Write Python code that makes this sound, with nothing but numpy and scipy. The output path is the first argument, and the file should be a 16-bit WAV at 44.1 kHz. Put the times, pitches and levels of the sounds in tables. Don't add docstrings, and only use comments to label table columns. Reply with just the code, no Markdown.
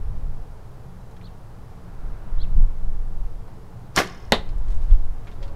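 import sys
import numpy as np
from scipy import signal
from scipy.fft import rfft, irfft
from scipy.io import wavfile
from scipy.ndimage import uniform_filter1d

SR = 44100
rng = np.random.default_rng(int(sys.argv[2]) if len(sys.argv) > 2 else 0)


def inscribe(sig):
    pcm = np.round(np.clip(np.atleast_2d(sig).T, -1, 1) * 32767)
    wavfile.write(sys.argv[1], SR, pcm.astype(np.int16))


N = 244755
T = np.arange(N) / SR


def from_db(db):
    return 10 ** (np.asarray(db) / 20)


def rms_one(x):
    return x / np.sqrt(np.mean(x ** 2) + 1e-20)


def low_pass(x, hz, order=2):
    return signal.sosfilt(signal.butter(order, min(hz, .45 * SR), fs=SR, output="sos"), x)


def high_pass(x, hz, order=2):
    return signal.sosfilt(signal.butter(order, hz, "high", fs=SR, output="sos"), x)


def noise(colour):
    hz, db = np.transpose(colour)
    bins_hz = np.arange(1, N // 2 + 2) * SR / N
    eq = from_db(np.interp(np.log(bins_hz), np.log(hz), db))
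    return rms_one(irfft(rfft(rng.standard_normal(N)) * eq, N))


def band_noise(hz, width_hz):
    middle = np.sqrt(hz ** 2 + width_hz ** 2 / 4)
    edges = np.clip([middle - width_hz / 2, middle + width_hz / 2], 10, .45 * SR)
    band = signal.butter(2, edges, "band", fs=SR, output="sos")
    return rms_one(signal.sosfilt(band, rng.standard_normal(N)))


def evened(x, seconds):
    return x / np.sqrt(uniform_filter1d(x ** 2, int(seconds * SR)) + 1e-6)


def swells(rows):
    gains = (from_db(db) / np.cosh(np.clip((T - s) / half, -30, 30)) for s, db, half in rows)
    return np.sqrt(sum(gain ** 2 for gain in gains))


def clicks(events):
    out = np.full(N, 1e-18)
    for s, db in events:
        out[round(s * SR)] += from_db(db)
    return out


def ring(force, modes):
    out = np.zeros(N)
    for hz, db, t60 in modes:
        decay, angle = from_db(-60 / (t60 * SR)), 2 * np.pi * hz / SR
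        feedback = [1, -2 * decay * np.cos(angle), decay * decay]
        out += from_db(db) * signal.lfilter([0, np.sin(angle)], feedback, force)
    return out


def fade(force, t60):
    return signal.lfilter([1], [1, -from_db(-60 / (t60 * SR))], force)


def yard(x, near_db, far_db, near_t60=0.052, far_t60=.5, near_hz=11000, far_hz=4200, delay_s=0.0025):
    t = T[:SR]
    scatter, tail = rng.standard_normal((2, SR))
    near = low_pass(scatter, near_hz) * from_db(-60 * t / near_t60) * (t > delay_s)
    far = low_pass(tail, far_hz, order=4) * from_db(-60 * t / far_t60) * (1 - np.exp(-t / 0.018))
    echo = from_db(near_db) * near / np.linalg.norm(near) + from_db(far_db) * far / np.linalg.norm(far)
    return x + signal.fftconvolve(x, echo)[:N]


# peak in seconds, rumble in dB, flutter in dB, half length in seconds.
GUSTS_AND_PUFF = [(0.095, -24, -32.5, 0.12), (0.286, -23, -41.5, 0.1), (2.077, -24, -49, 0.064),
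                  (2.4, -13.5, -32.5, 0.052), (2.603, -10, -27.5, 0.055), (2.882, -16, -41, 0.071),
                  (3.0, -21, -40, 0.037), (3.18, -21, -46, 0.12), (4.344, -34, -30, 0.037),
                  (4.587, -19.5, -42.5, 0.12), (4.762, -14, -35.5, 0.082), (4.926, -24.5, -21, 0.017),
                  (5.016, -15, -36.5, 0.082), (5.454, -24.5, -37, 0.074)]
# frequency in Hz, relative level in dB.
RUMBLE_COLOUR = [(5, -5.5), (10, 3.5), (20, 0.5), (32, -5), (45, -21), (70, -30), (120, -48), (300, -72)]
FLUTTER_COLOUR = [(30, -23), (55, 7), (85, 3), (130, -25), (220, -25.5), (600, -59)]
# centre in seconds, level in dB, half length in seconds.
ROAR = [(2.585, -28.5, 0.027)]
BUFFETS = [(0.108, -21.5, 0.0029), (2.575, -8.5, 0.0081), (2.624, -5.5, 0.015), (4.932, 0.5, 0.0099)]

def wind(lull_rumble_db=-39, lull_flutter_db=-47):
    peak_s, rumble_db, flutter_db, half_s = np.transpose(GUSTS_AND_PUFF)
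    rumble_gain = np.hypot(from_db(lull_rumble_db), swells(zip(peak_s, rumble_db, half_s)))
    flutter_gain = np.hypot(from_db(lull_flutter_db), swells(zip(peak_s, flutter_db, half_s)))
    rumble = rumble_gain * evened(noise(RUMBLE_COLOUR), seconds=0.067)
    flutter = flutter_gain * evened(noise(FLUTTER_COLOUR), seconds=0.082)
    roar = swells(ROAR) * band_noise(hz=109, width_hz=54)
    buffets = np.zeros(N)
    for s, db, half in BUFFETS:
        offset = (T - s) / half
        buffets += from_db(db) * (offset ** 2 - 1) * np.exp(-.5 * offset ** 2)
    return low_pass(rumble + flutter + roar + buffets, hz=450)


# frequency in Hz, relative level in dB.
TRAFFIC_COLOUR = [(60, -12.5), (115, -5), (150, -17.5), (200, -10), (280, -13.5), (440, -14), (600, -16.5),
                  (800, -16), (1150, -21), (1700, -28.5), (2600, -37.5), (5000, -45.5), (16000, -84)]
AIR_COLOUR = [(1500, -2.5), (2700, -1), (5000, -1), (8000, -4), (15500, -4.5)]
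# peak in seconds, level in dB, half length in seconds.
TRAFFIC_SWELLS = [(0.1, -53, 0.36), (2.2, -50, 0.38), (4.6, -51, 0.69), (5.5, -48.5, 0.14)]
BREEZE = [(2.2, -59.5, 0.27)]
# centre in Hz, width in Hz, level in dB.
DRONE_BANDS = [(116, 36.6, -45.5), (177.2, 7.1, -53), (446.2, 17, -63.5)]

def town():
    traffic = np.hypot(from_db(-49), swells(TRAFFIC_SWELLS)) * noise(TRAFFIC_COLOUR)
    drone = sum(from_db(db) * band_noise(hz, width) for hz, width, db in DRONE_BANDS)
    hiss = from_db(-64) * noise(AIR_COLOUR)
    breeze = swells(BREEZE) * band_noise(hz=1180, width_hz=820)
    return traffic + drone + hiss + breeze


# start in seconds, level in dB, centre in Hz, t60 in seconds.
GEAR_TICKS = [(1.111, -59, 4600, 0.045), (1.166, -54.5, 2590, 0.034), (1.211, -51.5, 1990, 0.035),
              (3.479, -42, 556, 0.043), (4.074, -37, 3980, 0.013), (4.491, -43.5, 2660, 0.016),
              (4.581, -59, 5270, .04), (4.746, -50.5, 8500, 0.015), (4.909, -50, 2560, 0.058),
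              (5.271, -46, 1720, 0.11), (5.315, -55, 2470, 0.1), (5.427, -44.5, 2760, 0.086),
              (5.479, -51.5, 2800, 0.038)]
# peak in seconds, level in dB, half length in seconds.
RUSTLES = [(4.71, -52.5, 0.036), (4.83, -55.5, 0.026), (4.92, -55.5, 0.046), (5.3, -63.5, 0.18)]
# frequency in Hz, relative level in dB.
CLOTH_COLOUR = [(500, 9), (1500, -1), (5000, -8.5), (9000, -15), (15000, -24)]
# start in seconds, strength in dB.
STRING_TOUCH = [(5.412, 0.5)]
# pitch in Hz, relative level in dB, t60 in seconds.
STRING_MODES = [(390, -51, 0.36), (552, -45, 0.97), (974, -53, 0.91), (1370, -60, .6), (4730, -66, 0.36)]

def gear():
    knocks = sum(fade(clicks([(s, db)]), t60) * band_noise(hz, 0.99 * hz)
                 for s, db, hz, t60 in GEAR_TICKS)
    creases = from_db(2.4 * rms_one(low_pass(rng.standard_normal(N), hz=59.9)))
    cloth = swells(RUSTLES) * rms_one(creases * noise(CLOTH_COLOUR))
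    string = ring(clicks(STRING_TOUCH), STRING_MODES)
    return yard(knocks + cloth, near_db=-7, far_db=-25) + string


# time the pitch tops out in seconds, level in dB, top pitch in Hz.
CHIRPS = [(1.258, -50.5, 4450), (2.419, -43.5, 4380)]

def bird(rise_hz_per_s=24000, hold_s=0.00404, fall_hz_per_s=72000, range_hz=1700,
         half_s=.017, trill_hz=69, trill_depth=0.61):
    out = np.zeros(N)
    for s, db, top_hz in CHIRPS:
        t = T - s
        below_top_hz = np.maximum(-rise_hz_per_s * t, fall_hz_per_s * (t - hold_s))
        pitch_hz = top_hz - np.clip(below_top_hz, 0, range_hz)
        waver = 1 + .025 * rms_one(low_pass(rng.standard_normal(N), hz=350))
        phase = 2 * np.pi * np.cumsum(pitch_hz * waver) / SR
        trill = (1 + trill_depth * np.cos(2 * np.pi * trill_hz * t)) / (1 + trill_depth)
        level = from_db(db) * np.exp(-.5 * (t / half_s) ** 2) * trill
        out += level * (np.sin(phase) + from_db(-6.5) * np.sin(.82 * phase))
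    return yard(out, near_db=-5.5, far_db=-19)


# frequency in Hz, relative level in dB.
SLIDE_COLOUR = [(300, -5), (1200, 4.5), (3000, -3.5), (5500, -0.5), (8000, -12.5), (12000, -13),
                (16000, -25)]

def shaft_slide(peak_s=3.969, hold_s=.022, rise_db_per_s=1700, fall_db_per_s=421):
    below_peak_db = np.maximum(rise_db_per_s * (peak_s - T), fall_db_per_s * (T - peak_s - hold_s))
    return from_db(-22.5 - np.clip(below_peak_db, 0, 200)) * noise(SLIDE_COLOUR)


# start in seconds, strength in dB.
NOCK_CLICKS = [(3.9622, -15), (3.9628, -2), (3.9665, -20)]
# pitch in Hz, relative level in dB, t60 in seconds.
NOCK_MODES = [(1320, -16.5, 0.017), (5300, -15, 0.0059), (5600, -12.5, 0.016), (7070, -7, 0.0039),
              (8470, -18.5, 0.0073), (10900, -34, 0.005)]
LIMB_YARD_MODES = [(188.6, -15.5, 0.4), (311, -28, 0.18), (370.4, -23.5, 0.23), (446, -26, 0.045),
                   (607, -36, 0.055), (794, -17, 0.051), (1073, -25.5, 0.045), (1215, -32, .04),
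                   (1396, -16, 0.027), (1670, -16.5, 0.04), (1820, -21, 0.048), (2105, -15.5, 0.054),
                   (2490, -27, .05), (3120, -25, .03), (4320, -24, 0.03)]
HUM_YARD_MODES = [(178, -43, 1.3), (377, -52, .9), (441, -52, .9), (1093, -42, .8), (1190, -56, .65),
                  (1556, -54, .6), (5303, -61, .6)]
# frequency in Hz, relative level in dB.
SMACK_COLOUR = [(88, -36), (150, -12), (297, -4), (759, -4.5), (854, -15.5), (1080, -3), (1360, -9.5),
                (1630, 0.5), (2060, -10.5), (2310, -8), (2500, -9.5), (10800, -38), (16000, -41)]

def bow(slap_s=3.9746, slap_db=1.5):
    nock = from_db(-2) * ring(clicks(NOCK_CLICKS), NOCK_MODES)
    slaps = string_slaps(slap_s, slap_db)
    knock = from_db(-7) * ring(slaps, LIMB_YARD_MODES)
    smack = from_db(-15.5) * fade(slaps, t60=0.038) * noise(SMACK_COLOUR)
    hum = ring(clicks([(slap_s, slap_db)]), HUM_YARD_MODES)
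    shot = shaft_slide() + nock + knock + smack + fittings()
    return yard(shot, near_db=-15, far_db=-29, near_t60=0.32, far_t60=0.91, near_hz=14000) + hum


def string_slaps(start_s, strength_db, count=5, gap_s=.012, stretch=1.12, loss_db=1.4):
    rebound = np.arange(count)
    gaps = gap_s * stretch ** rebound
    times = start_s + np.cumsum(gaps) - gaps
    first_limb = np.column_stack([times, strength_db - loss_db * rebound ** 2])
    second_limb = first_limb + [0.002736, -3]
    return clicks(np.vstack([first_limb, second_limb]))


# centre in Hz, width in Hz, relative level in dB, t60 in seconds.
BUZZ_BANDS = [(5300, 540, -47, 0.079), (6350, 700, -49, .04)]

def fittings(start_s=4.07, gap_s=.0257, first_db=-2, loss_db=1.7, count=10):
    hits = clicks([(start_s + k * gap_s, first_db - k * loss_db) for k in range(count)])
    return sum(from_db(db) * fade(hits, t60) * band_noise(hz, width) for hz, width, db, t60 in BUZZ_BANDS)


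# start in seconds, strength in dB.
ARROW_HITS = [(4.3216, 1.5), (4.3226, -9.5), (4.3272, -21)]
# pitch in Hz, relative level in dB, t60 in seconds.
TARGET_YARD_MODES = [(231.6, -19.5, 0.15), (380, -32, 0.39), (442, -17, 0.24), (592, -3, 0.029),
                     (839, -8.5, 0.033), (1057, -26, 0.04), (1770, -20, 0.04), (1960, -7, 0.016),
                     (2580, -16.5, 0.022), (3136, -11.5, 0.016), (4070, -20, 0.012), (4510, -17, 0.017),
                     (4540, -12.5, 0.017), (5100, -28, .01)]
# frequency in Hz, relative level in dB.
CRUNCH_COLOUR = [(40, -14), (110, -15), (155, -8), (220, 4.5), (420, 2.5), (850, 1.5), (1400, -3.5),
                 (2000, -3), (2400, -9.5), (3700, -1.5), (4500, -10), (5000, -21), (6500, -28.5),
                 (11500, -31), (16000, -53)]

def arrow():
    blow = clicks(ARROW_HITS)
    body = from_db(-2.5) * ring(blow, TARGET_YARD_MODES)
    splinter = evened(band_noise(hz=3200, width_hz=2200), seconds=.002)
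    crack = from_db(-6) * fade(blow, t60=0.0046) * splinter
    snap = from_db(-27) * fade(blow, t60=0.0029) * band_noise(hz=9500, width_hz=3600)
    crunch = from_db(-16) * fade(blow, t60=0.12) * noise(CRUNCH_COLOUR)
    impact = high_pass(body + crunch, hz=171, order=4) + crack + snap
    return yard(impact, near_db=-16, far_db=-30, near_t60=0.19, far_t60=0.45, near_hz=8900, far_hz=4230)


def scene():
    return (bow() + arrow() + gear() + bird() + wind() + town())[None]


def record(dry):
    rolled = low_pass(np.clip(dry, -1, 1), hz=13600)
    top_cut = signal.ellip(12, .1, 80, 15800, fs=SR, output="sos")
    return signal.sosfilt(top_cut, rolled)


dry = scene()
out = record(dry)
inscribe(out)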